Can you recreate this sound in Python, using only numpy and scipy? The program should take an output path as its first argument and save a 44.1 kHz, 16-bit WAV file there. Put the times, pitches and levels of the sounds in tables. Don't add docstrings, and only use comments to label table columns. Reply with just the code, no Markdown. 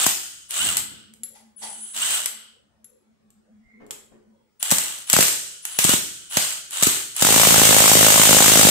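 import sys
import numpy as np
from scipy import signal
from scipy.fft import rfft, irfft, next_fast_len
from scipy.io import wavfile
from scipy.ndimage import uniform_filter1d, map_coordinates

SR = 44100
rng = np.random.default_rng(int(sys.argv[2]) if len(sys.argv) > 2 else 0)


def dump_mix(stems):
    frames = np.atleast_2d(stems).T
    limited = np.clip(frames, -1, 1)
    pcm = np.round(limited * 32767).astype(np.int16)
    wavfile.write(sys.argv[1], SR, pcm)


N = 383653

# start in seconds, crack in dB, knock in dB, knock pitch in Hz.
SHORT_PULL_BLOWS = [(.063, -12, -10, 800), (4.719, -14.5, -11, 503), (5.135, -11.5, -13, 571),
                    (5.1638, -12, -9, 643.5), (5.1864, -17.5, -8.5, 494.4), (5.2055, -9.5, -16, 470),
                    (5.225, -14, -12, 810), (5.787, -11.5, -16.5, 627), (5.8472, -17.5, -15, 301),
                    (5.8904, -12.5, -12.5, 424), (5.935, -19.5, -16.5, 251), (6.369, -12, -7, 760),
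                    (6.824, -13.5, -14.5, 500), (6.8674, -11.5, -12.5, 359.2), (7.2215, -10, -9.5, 555)]
# time in seconds, blows per second.
POUNDING_RATE = [(7.247, 46), (7.29, 55), (7.45, 55.4), (7.75, 53.2), (8.2, 53.2), (8.7, 52.7)]
# time in seconds, crack in dB, knock in dB.
POUNDING_FORCE = [(7.3, -13, -9.5), (7.6, -12, -7.5), (8.7, -11, -7)]
# frequency in Hz, density in dB per Hz.
STEEL_COLOUR = [(710, -29.5), (1200, -11), (2060, -5.5), (3030, -4), (5370, -4.5), (7110, -0.5),
                (8730, -0.5), (10700, -8.5), (13900, -2), (15800, -20)]
# frequency in Hz, density in dB per Hz.
THUD_COLOUR = [(25, -37), (60, -6), (140, -6.5), (450, -7), (1100, 1), (4000, -18.5)]
# frequency in Hz, full width in Hz, level in dB.
WHEEL_MODES = [(4308, 20, -2), (5744, 40, 0), (6723, 32, -2), (7267, 45, -3), (8055, 30, -3),
               (8879, 45, -2)]
BLOW_HARMONICS_HZ = [531, 580, 638]
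# start in seconds, time held in seconds, shaft speed aimed at in Hz,
# coasting time in seconds, whirr at the working speed in dB.
TRIGGER_PULLS = [(-.15, 0.18, 330, 0.12, -21), (0.489, .175, 435, .19, -27), (1.565, 0.34, 7.4, .02, -25),
                 (1.93, .17, 485, .215, -27.5), (4.597, 0.11, 205, .38, -23),
                 (5.066, .16, 280, 0.12, -24.5), (5.626, .155, 75, 0.026, -26.5),
                 (5.775, 0.16, 210, 0.065, -16), (6.295, 0.08, 345, 0.26, -24),
                 (6.701, .16, 355, 0.22, -26), (7.147, 1.7, 330, .1, -21)]
# multiple of the shaft speed, level in dB.
GEAR_TONES = [(4.5, 0), (9, 2), (18, -3), (22, -6), (27, -4.5)]
# frequency in Hz, density in dB per Hz.
CASE_COLOUR = [(40, -36), (90, -26), (300, -24), (600, -13.5), (1500, -7.5), (2300, -10), (3000, -2.5),
               (3800, -5.5), (5200, -12.5), (8100, 1.5), (9600, -8.5), (15000, -17)]
# frequency in Hz, half width in Hz, level in dB.
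CASE_RESONANCES = [(1450, 100, -11), (2900, 58, -2), (8150, 150, -1.5)]
# frequency in Hz, density in dB per Hz.
ROTOR_COLOUR = [(700, -38.5), (1420, -1), (1900, -12.5), (2550, -8.5), (3000, 0), (3600, -3.5), (7200, -16),
                (8150, 2.5), (9000, -17.5), (14000, -36)]
# start in seconds, level in dB.
SOCKET_CLACKS = [(.5075, -23), (.7692, -11.5), (.7785, -18), (1.137, -44.5), (2.2585, -14), (3.304, -53.5),
                 (3.865, -52.5), (3.908, -24.5), (3.913, -34), (4.6275, -13.5), (4.7055, -14), (4.713, -5),
                 (4.7835, -12), (5.0988, -9), (5.13, -4), (5.282, -14.5), (5.327, -19.5), (5.6521, -17.5),
                 (5.842, -8), (6.708, -29), (6.833, -4.5), (7.1642, -19.5), (7.212, -13.5)]
# frequency in Hz, density in dB per Hz.
CLACK_COLOUR = [(120, -47), (200, -28), (1610, -14.5), (2490, -12), (6000, -12), (8030, 2.5), (9640, -12.5),
                (12900, -7.5), (15800, -26.5)]
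# frequency in Hz, half width in Hz, level in dB.
STUD_MODES = [(860, 36, -2.5), (2010, 57, -5), (3274, 33, -5), (4550, 49, -9.5)]
# start in seconds, level in dB.
SOCKET_TAPS = [(1.2336, -26.5), (2.844, -42.5)]
# frequency in Hz, level in dB, time to fall 60 dB in seconds.
SOCKET_MODES = [(3300, -16, 0.059), (4140, -19, .12), (7380, 10.5, 0.018), (11800, -9, 0.18),
                (11140, 10.5, 0.062)]
# start in seconds, level in dB.
SOCKET_RUBS = [(1.33, -50), (1.605, -33)]
# frequency in Hz, density in dB per Hz.
RUBBING_COLOUR = [(300, -19), (800, -2), (1200, -12.5), (3600, -10.5), (9500, -8.5), (15000, -29.5)]
# start in seconds, level in dB.
LOW_RUMBLES = [(-.1, -50), (.56, -37.5)]
# start in seconds, level in dB.
TOOL_BUMPS = [(3.796, -55.5), (3.88, -60), (4.108, -62)]
# frequency in Hz, density in dB per Hz.
DULL_COLOUR = [(60, -18.5), (250, -11.5), (430, -5.5), (650, -17), (2000, -29.5), (4000, -43.5),
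               (12000, -59.5)]
# time in seconds, level in dB.
HUM_LEVEL = [(.5, -90), (.95, -53), (2.3, -58.5), (2.65, -68.5), (3.6, -54), (4.45, -58), (4.7, -94)]
# frequency in Hz, density in dB per Hz.
AIR_COLOUR = [(18, -39.5), (60, -9), (300, -17), (3980, -34.5), (8470, -36.5), (15000, -53.5)]
# frequency in Hz, time to fall 60 dB in seconds.
SHOP_DECAY = [(85, 1), (160, 0.22), (300, 0.7), (900, 0.48), (2000, 0.48), (8000, 0.42), (14000, 0.33)]
# frequency in Hz, time to fall 60 dB in seconds.
WHEEL_AND_ROOM_DECAY = [(900, .45), (1500, 0.6), (8000, 0.83), (14000, .52)]
# frequency in Hz, first minus second in dB.
CHANNEL_DIFFERENCE = [(100, 1.5), (1000, 0.15), (3330, -0.5), (5500, 4), (8300, -1.5), (13000, 4)]

POUND_KNOCK_HZ = 668
WORKING_HZ = 320


def hammer(crack_rise_s=.0024, thud_rise_s=.0012, push_rise_s=.0009, rebound_s=.0028, rebound_db=-9,
           snap_db=-1.5, thud_db=-6.5, push_db=-2.5, push_db_per_octave=-7,
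           ring_db=-5, blow_harmonic_db=-3, harmonic_width_hz=7):
    start, crack_db, knock_db, knock_hz = np.vstack([SHORT_PULL_BLOWS, pounding()]).T
    landing = start + .003

    def mode(hz, centre, width):
        return 1j * hz * width / (centre ** 2 - hz ** 2 + 1j * hz * width)

    def wheel(hz):
        return 1 + amp(ring_db) * sum(amp(db) * mode(hz, c, w) for c, w, db in WHEEL_MODES)

    def overtones(hz):
        return 1 + amp(blow_harmonic_db) * sum(mode(hz, c, harmonic_width_hz) for c in BLOW_HARMONICS_HZ)

    crack_noise = hiss() * strikes(start, crack_db, swell(crack_rise_s))
    crack = filtered(coloured(crack_noise, STEEL_COLOUR), wheel)
    snap = knocks(landing - .0012, knock_db + snap_db, 2.3 * knock_hz)
    knock = knocks(landing, knock_db, knock_hz)
    rebound = knocks(landing + rebound_s, knock_db + rebound_db, knock_hz)
    thud = coloured(hiss() * strikes(start, knock_db + thud_db, swell(thud_rise_s)), THUD_COLOUR)

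    low_db = knock_db + push_db + push_db_per_octave * np.log2(knock_hz / POUND_KNOCK_HZ)
    push = np.array([strikes(landing + rng.normal(0, .0006, len(start)), low_db, -swell(push_rise_s))
                     for _ in range(2)])
    push = signal.sosfilt(signal.butter(3, 135, "high", fs=SR, output="sos"), push)

    body = filtered(snap + knock + rebound + thud, overtones) + push
    return shop(crack, wet_db=2.5, decay=WHEEL_AND_ROOM_DECAY) + shop(body, wet_db=-10)


def pounding(spread_octaves=.3):
    t = clock()
    begun = t >= POUNDING_RATE[0][0]
    count = np.cumsum(curves(POUNDING_RATE)[0] * begun) / SR
    at = np.searchsorted(count, np.arange(int(count[-1]) + 1), side="right")
    crack_db, knock_db = curves(POUNDING_FORCE)
    late, sharp, heavy, high = rng.standard_normal((len(at), 4)).T
    lug = (-1) ** np.arange(len(at))
    start = t[at] + .0003 * late + .0005 * lug
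    pitch_hz = POUND_KNOCK_HZ * 2 ** (spread_octaves * high)
    return np.transpose([start, crack_db[at] + sharp, knock_db[at] + lug + heavy / 2, pitch_hz])


def knocks(times, levels_db, pitches_hz):
    t = clock(SR // 50) - .01
    out = np.zeros((2, N + SR))
    phases = rng.uniform(-np.pi, np.pi, (len(times), 2))
    for s, db, hz, (phase, skew) in zip(times, levels_db, pitches_hz, phases):
        envelope = np.exp(-(hz * t / .5) ** 2)
        shape = envelope * np.cos(2 * np.pi * hz * t + phase + skew * np.array([[.45], [-.45]]))
        first = round((s + t[0]) * SR)
        out[:, first:][:, :len(t)] += amp(db) * shape
    return out[:, :N]


def motor(whirr_db=4, tone_db=-15, sing_growth=.59, grit_db=2, judder=.025, flutter_db=3):
    speed, whirr, _ = running()
    shaft = turning(speed * (1 + judder * wobble(900)))
    grit = unit(amp(grit_db * (np.sin(shaft) + wobble(300))))
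    rasp = coloured(hiss() * grit, CASE_COLOUR)

    def tooth_tone(multiple, db):
        return amp(db + flutter_db * wobble(150)) * np.sin(multiple * shaft + rng.uniform(0, 2 * np.pi))

    def case(hz):
        return sum(amp(db) * resonance(hz, centre, width) for centre, width, db in CASE_RESONANCES)

    teeth = np.array([sum(tooth_tone(k, db) for k, db in GEAR_TONES) for _ in range(2)])
    free = clock() < POUNDING_RATE[0][0]
    tones = unit(filtered(coloured(teeth * free, CASE_COLOUR), case))
    tones = tones * (speed / speed.max()) ** sing_growth
    return shop(amp(whirr_db) * whirr * (rasp + amp(tone_db) * tones), wet_db=-11)


def running(spin_up_s=.09):
    t = clock()
    speed, whirr, current = np.zeros((3, N))
    for start, held, aim_hz, coast, db in TRIGGER_PULLS:
        age = t - start
        spin_up = 1 - np.exp(-np.clip(age, 0, held) / spin_up_s)
        hz = aim_hz * spin_up * np.clip(1 - (age - held) / coast, 0, 1)
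        speed = np.maximum(speed, hz)
        whirr = np.maximum(whirr, amp(db) * hz / WORKING_HZ)
        current = np.maximum(current, amp(db) * ((age > 0) & (age < held)))
    return speed, whirr, current


def rotor(level_db=-40, rise_s=.063, t60_s=1.5, run_on_db=19, ring_hz=3010, ring_width_hz=110, ring_db=2):
    t = clock()
    pulls = np.array([np.clip((t - start) / rise_s, 0, 1)
                      * amp(-60 * np.maximum(t - start - held, 0) / t60_s)
                      for start, held, *_ in TRIGGER_PULLS])
    vigour = np.minimum(np.array(TRIGGER_PULLS)[:, 2:3] / WORKING_HZ, 1) ** .5
    level = pulls.max(axis=0)
    moving = np.clip(level / amp(-run_on_db) - 1, 0, 1)
    whisper = coloured(hiss(), ROTOR_COLOUR)
    case = filtered(whisper, lambda hz: hz < 2 * ring_hz)
    ringing = filtered(case, lambda hz: 1 + amp(ring_db) * resonance(hz, ring_hz, ring_width_hz))
    treble = level * moving * (whisper - case)
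    body = (pulls * vigour).max(axis=0) * moving ** .5 * ringing
    return shop(amp(level_db) * (treble + body), wet_db=-1)


def drive(carrier_hz=9950, whistle_db=-18, fade_hz=175):
    speed, _, current = running()
    pulled = uniform_filter1d(current, size=300)
    carrier = turning(carrier_hz + 14 * wobble(150))
    field = 4 * turning(speed)
    slow = np.exp(-(speed / 50) ** 2)
    sidebands = np.sin(carrier + field) + .5 * np.sin(carrier - field)
    sidebands = np.exp(-(speed / fade_hz) ** 2) * sidebands
    whistle = slow * np.sin(carrier) + (1 - slow) * sidebands
    return shop(amp(whistle_db) * pulled * whistle * amp([[2], [-1]]), wet_db=7)


def socket(clack_db=2, buzz_db=-17, knock_ring_db=3, scrape_db=-3, stud_db=8):
    def stud(hz):
        return sum(amp(db) * resonance(hz, centre, width) for centre, width, db in STUD_MODES)

    contact = swell(.0007) + amp(buzz_db) * swell(.003)
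    clacks = hiss() * strikes(*np.vstack([SOCKET_CLACKS, rattling()]).T, contact)
    clacks = filtered(coloured(clacks, CLACK_COLOUR), lambda hz: 1 + amp(knock_ring_db) * stud(hz))

    t = clock(SR // 2)
    ring = sum(amp(db - 60 * t / t60) * np.sin(2 * np.pi * hz * t) for hz, db, t60 in SOCKET_MODES)
    ring = ring * (1 - np.exp(-t / .00032))
    start, db = np.transpose(SOCKET_TAPS)
    tap = coloured(hiss() * strikes(start, db - 8, swell(.0015)), STEEL_COLOUR)
    clinks = strikes(start, db - 7.5, ring) + tap

    rough = hiss() * unit(amp(.65 * wobble(400)))
    rub = surges(SOCKET_RUBS, rise=.026, t60=.32) * coloured(rough, RUBBING_COLOUR)
    rub = filtered(rub, lambda hz: amp(scrape_db) + amp(stud_db) * stud(hz))
    return shop(amp(clack_db) * clacks + rub, wet_db=-2) + shop(clinks * amp([[2], [-2]]), wet_db=-3.5)


def rattling(per_second=58, level_db=-1.5, scatter_db=10.5):
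    _, whirr, current = running()
    chance = rng.random((int(per_second * N / SR) - 1, 2))
    at = ((np.arange(len(chance)) + chance[:, 0] / 2) * SR / per_second).astype(int)
    coasting_db = 20 * np.log10(whirr[at] * (current[at] == 0) + 1e-9)
    return np.transpose([at / SR, coasting_db + level_db + scatter_db * (2 * chance[:, 1] - 1)])


def rumble(top_hz=290):
    low = filtered(coloured(hiss(), THUD_COLOUR), lambda hz: hz / (hz + 150) / (1 + (hz / top_hz) ** 4))
    return surges(LOW_RUMBLES, rise=.09, t60=1.1) * unit(low)


def handling(squeak_s=3.72, squeak_length_s=.078, squeak_hz=2110, squeak_hz_per_s=700, squeak_db=-67):
    bumps = coloured(hiss() * strikes(*np.transpose(TOOL_BUMPS), swell(.012)), DULL_COLOUR)
    age = clock() - squeak_s
    stroke = np.exp(-(age / squeak_length_s) ** 2)
    glide_hz = squeak_hz + squeak_hz_per_s * age
    tones = np.array([np.sin(turning(glide_hz + 70 * wobble(430))) for _ in range(2)])
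    return shop(bumps + amp(squeak_db) * stroke * tones, wet_db=12)


def murmur(level_db=-66, follows=.2):
    busy_db, = curves(HUM_LEVEL)
    blobs = filtered(patchy(depth_db=9), lambda hz: hz / (hz + 90) / (1 + (hz / 2400) ** 8))
    return amp(level_db + follows * (busy_db - busy_db.max())) * coloured(blobs, DULL_COLOUR)


def background(hum_hz=220, hum_db=-3, throb_db=7, air_db=-69):
    phase = turning(hum_hz + 5 * wobble(30))
    beat = np.sin(turning(6 + 3 * wobble(5)))
    throb = amp(hum_db + curves(HUM_LEVEL)[0] + throb_db * np.tanh(wobble(17) + beat))
    hum = throb * np.array([np.sin(phase + .7 * wobble(45)) for _ in range(2)])
    return hum + amp(air_db) * coloured(patchy(depth_db=3), AIR_COLOUR)


def shop(x, wet_db, decay=SHOP_DECAY):
    hz, t, z = signal.stft(rng.standard_normal((2, SR)), SR, nperseg=256)
    fading = amp(-60 * t / along(decay, hz)[:, None])
    tail = signal.istft(z * fading, SR, nperseg=256)[1]
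    return x + amp(wet_db) * signal.fftconvolve(x, tail / np.linalg.norm(tail[0]), axes=1)[:, :N]


def resonance(hz, centre, width):
    return 1 / (1 + 1j * (hz - centre) / width)


def patchy(depth_db):
    z = signal.stft(hiss(), nperseg=1024)[2]
    field = uniform_filter1d(rng.standard_normal(z.shape[1:]), size=4, axis=0)
    field = uniform_filter1d(field, size=11, axis=1)
    return unit(signal.istft(z * amp(depth_db * unit(field)), nperseg=1024)[1][:, :N])


def surges(rows, rise, t60):
    t = clock()
    return sum(np.clip((t - s) / rise, 0, 1) ** 2 * amp(db - 60 * np.maximum(t - s - rise, 0) / t60)
               for s, db in rows)


def strikes(times, db, shape):
    at = np.clip(np.round(times * SR).astype(int), 0, N)
    return signal.fftconvolve(np.bincount(at, amp(db), N + 1), shape)[:N]


def swell(rise):
    u = clock(SR // 8) / rise
    return u * np.exp(1 - u)


def hiss():
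    return rng.standard_normal((2, N))


def coloured(x, spectrum):
    def response(hz):
        cepstrum = irfft(np.log(unit(amp(along(spectrum, hz))) + 1e-6))
        half = len(cepstrum) // 2
        folded = np.r_[cepstrum[0], 2 * cepstrum[1:half]]
        return np.exp(rfft(folded, len(cepstrum)))
    return filtered(x, response)


def filtered(x, response):
    m = next_fast_len(N + SR // 2)
    return irfft(rfft(x, m) * response(np.fft.rfftfreq(m, 1 / SR)), m)[..., :N]


def turning(hz):
    return 2 * np.pi * np.cumsum(hz) / SR


def wobble(rate):
    return map_coordinates(rng.standard_normal(int(N * rate / SR) + 4), [clock() * rate])


def curves(rows):
    s, *cols = np.transpose(rows)
    return [np.interp(clock(), s, c) for c in cols]


def along(points, hz):
    f, v = np.transpose(points)
    return np.interp(np.log(hz + 1), np.log(f + 1), v)


def clock(size=N):
    return np.arange(size) / SR


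def unit(x):
    return x / np.sqrt(np.mean(x ** 2) + 1e-20)


def amp(db):
    return 10 ** (np.asarray(db) / 20)


def scene():
    tool = hammer() + motor() + rotor() + drive() + socket()
    return tool + rumble() + handling() + murmur() + background()


def record(dry, top_hz=15700):
    heard = filtered(dry, lambda hz: amp(along(CHANNEL_DIFFERENCE, hz) * np.array([[.5], [-.5]])))
    rounded = heard / (1 + (heard / .9) ** 4) ** (1 / 4)
    return filtered(rounded, lambda hz: hz < top_hz)


dry = scene()
out = record(dry)
dump_mix(out)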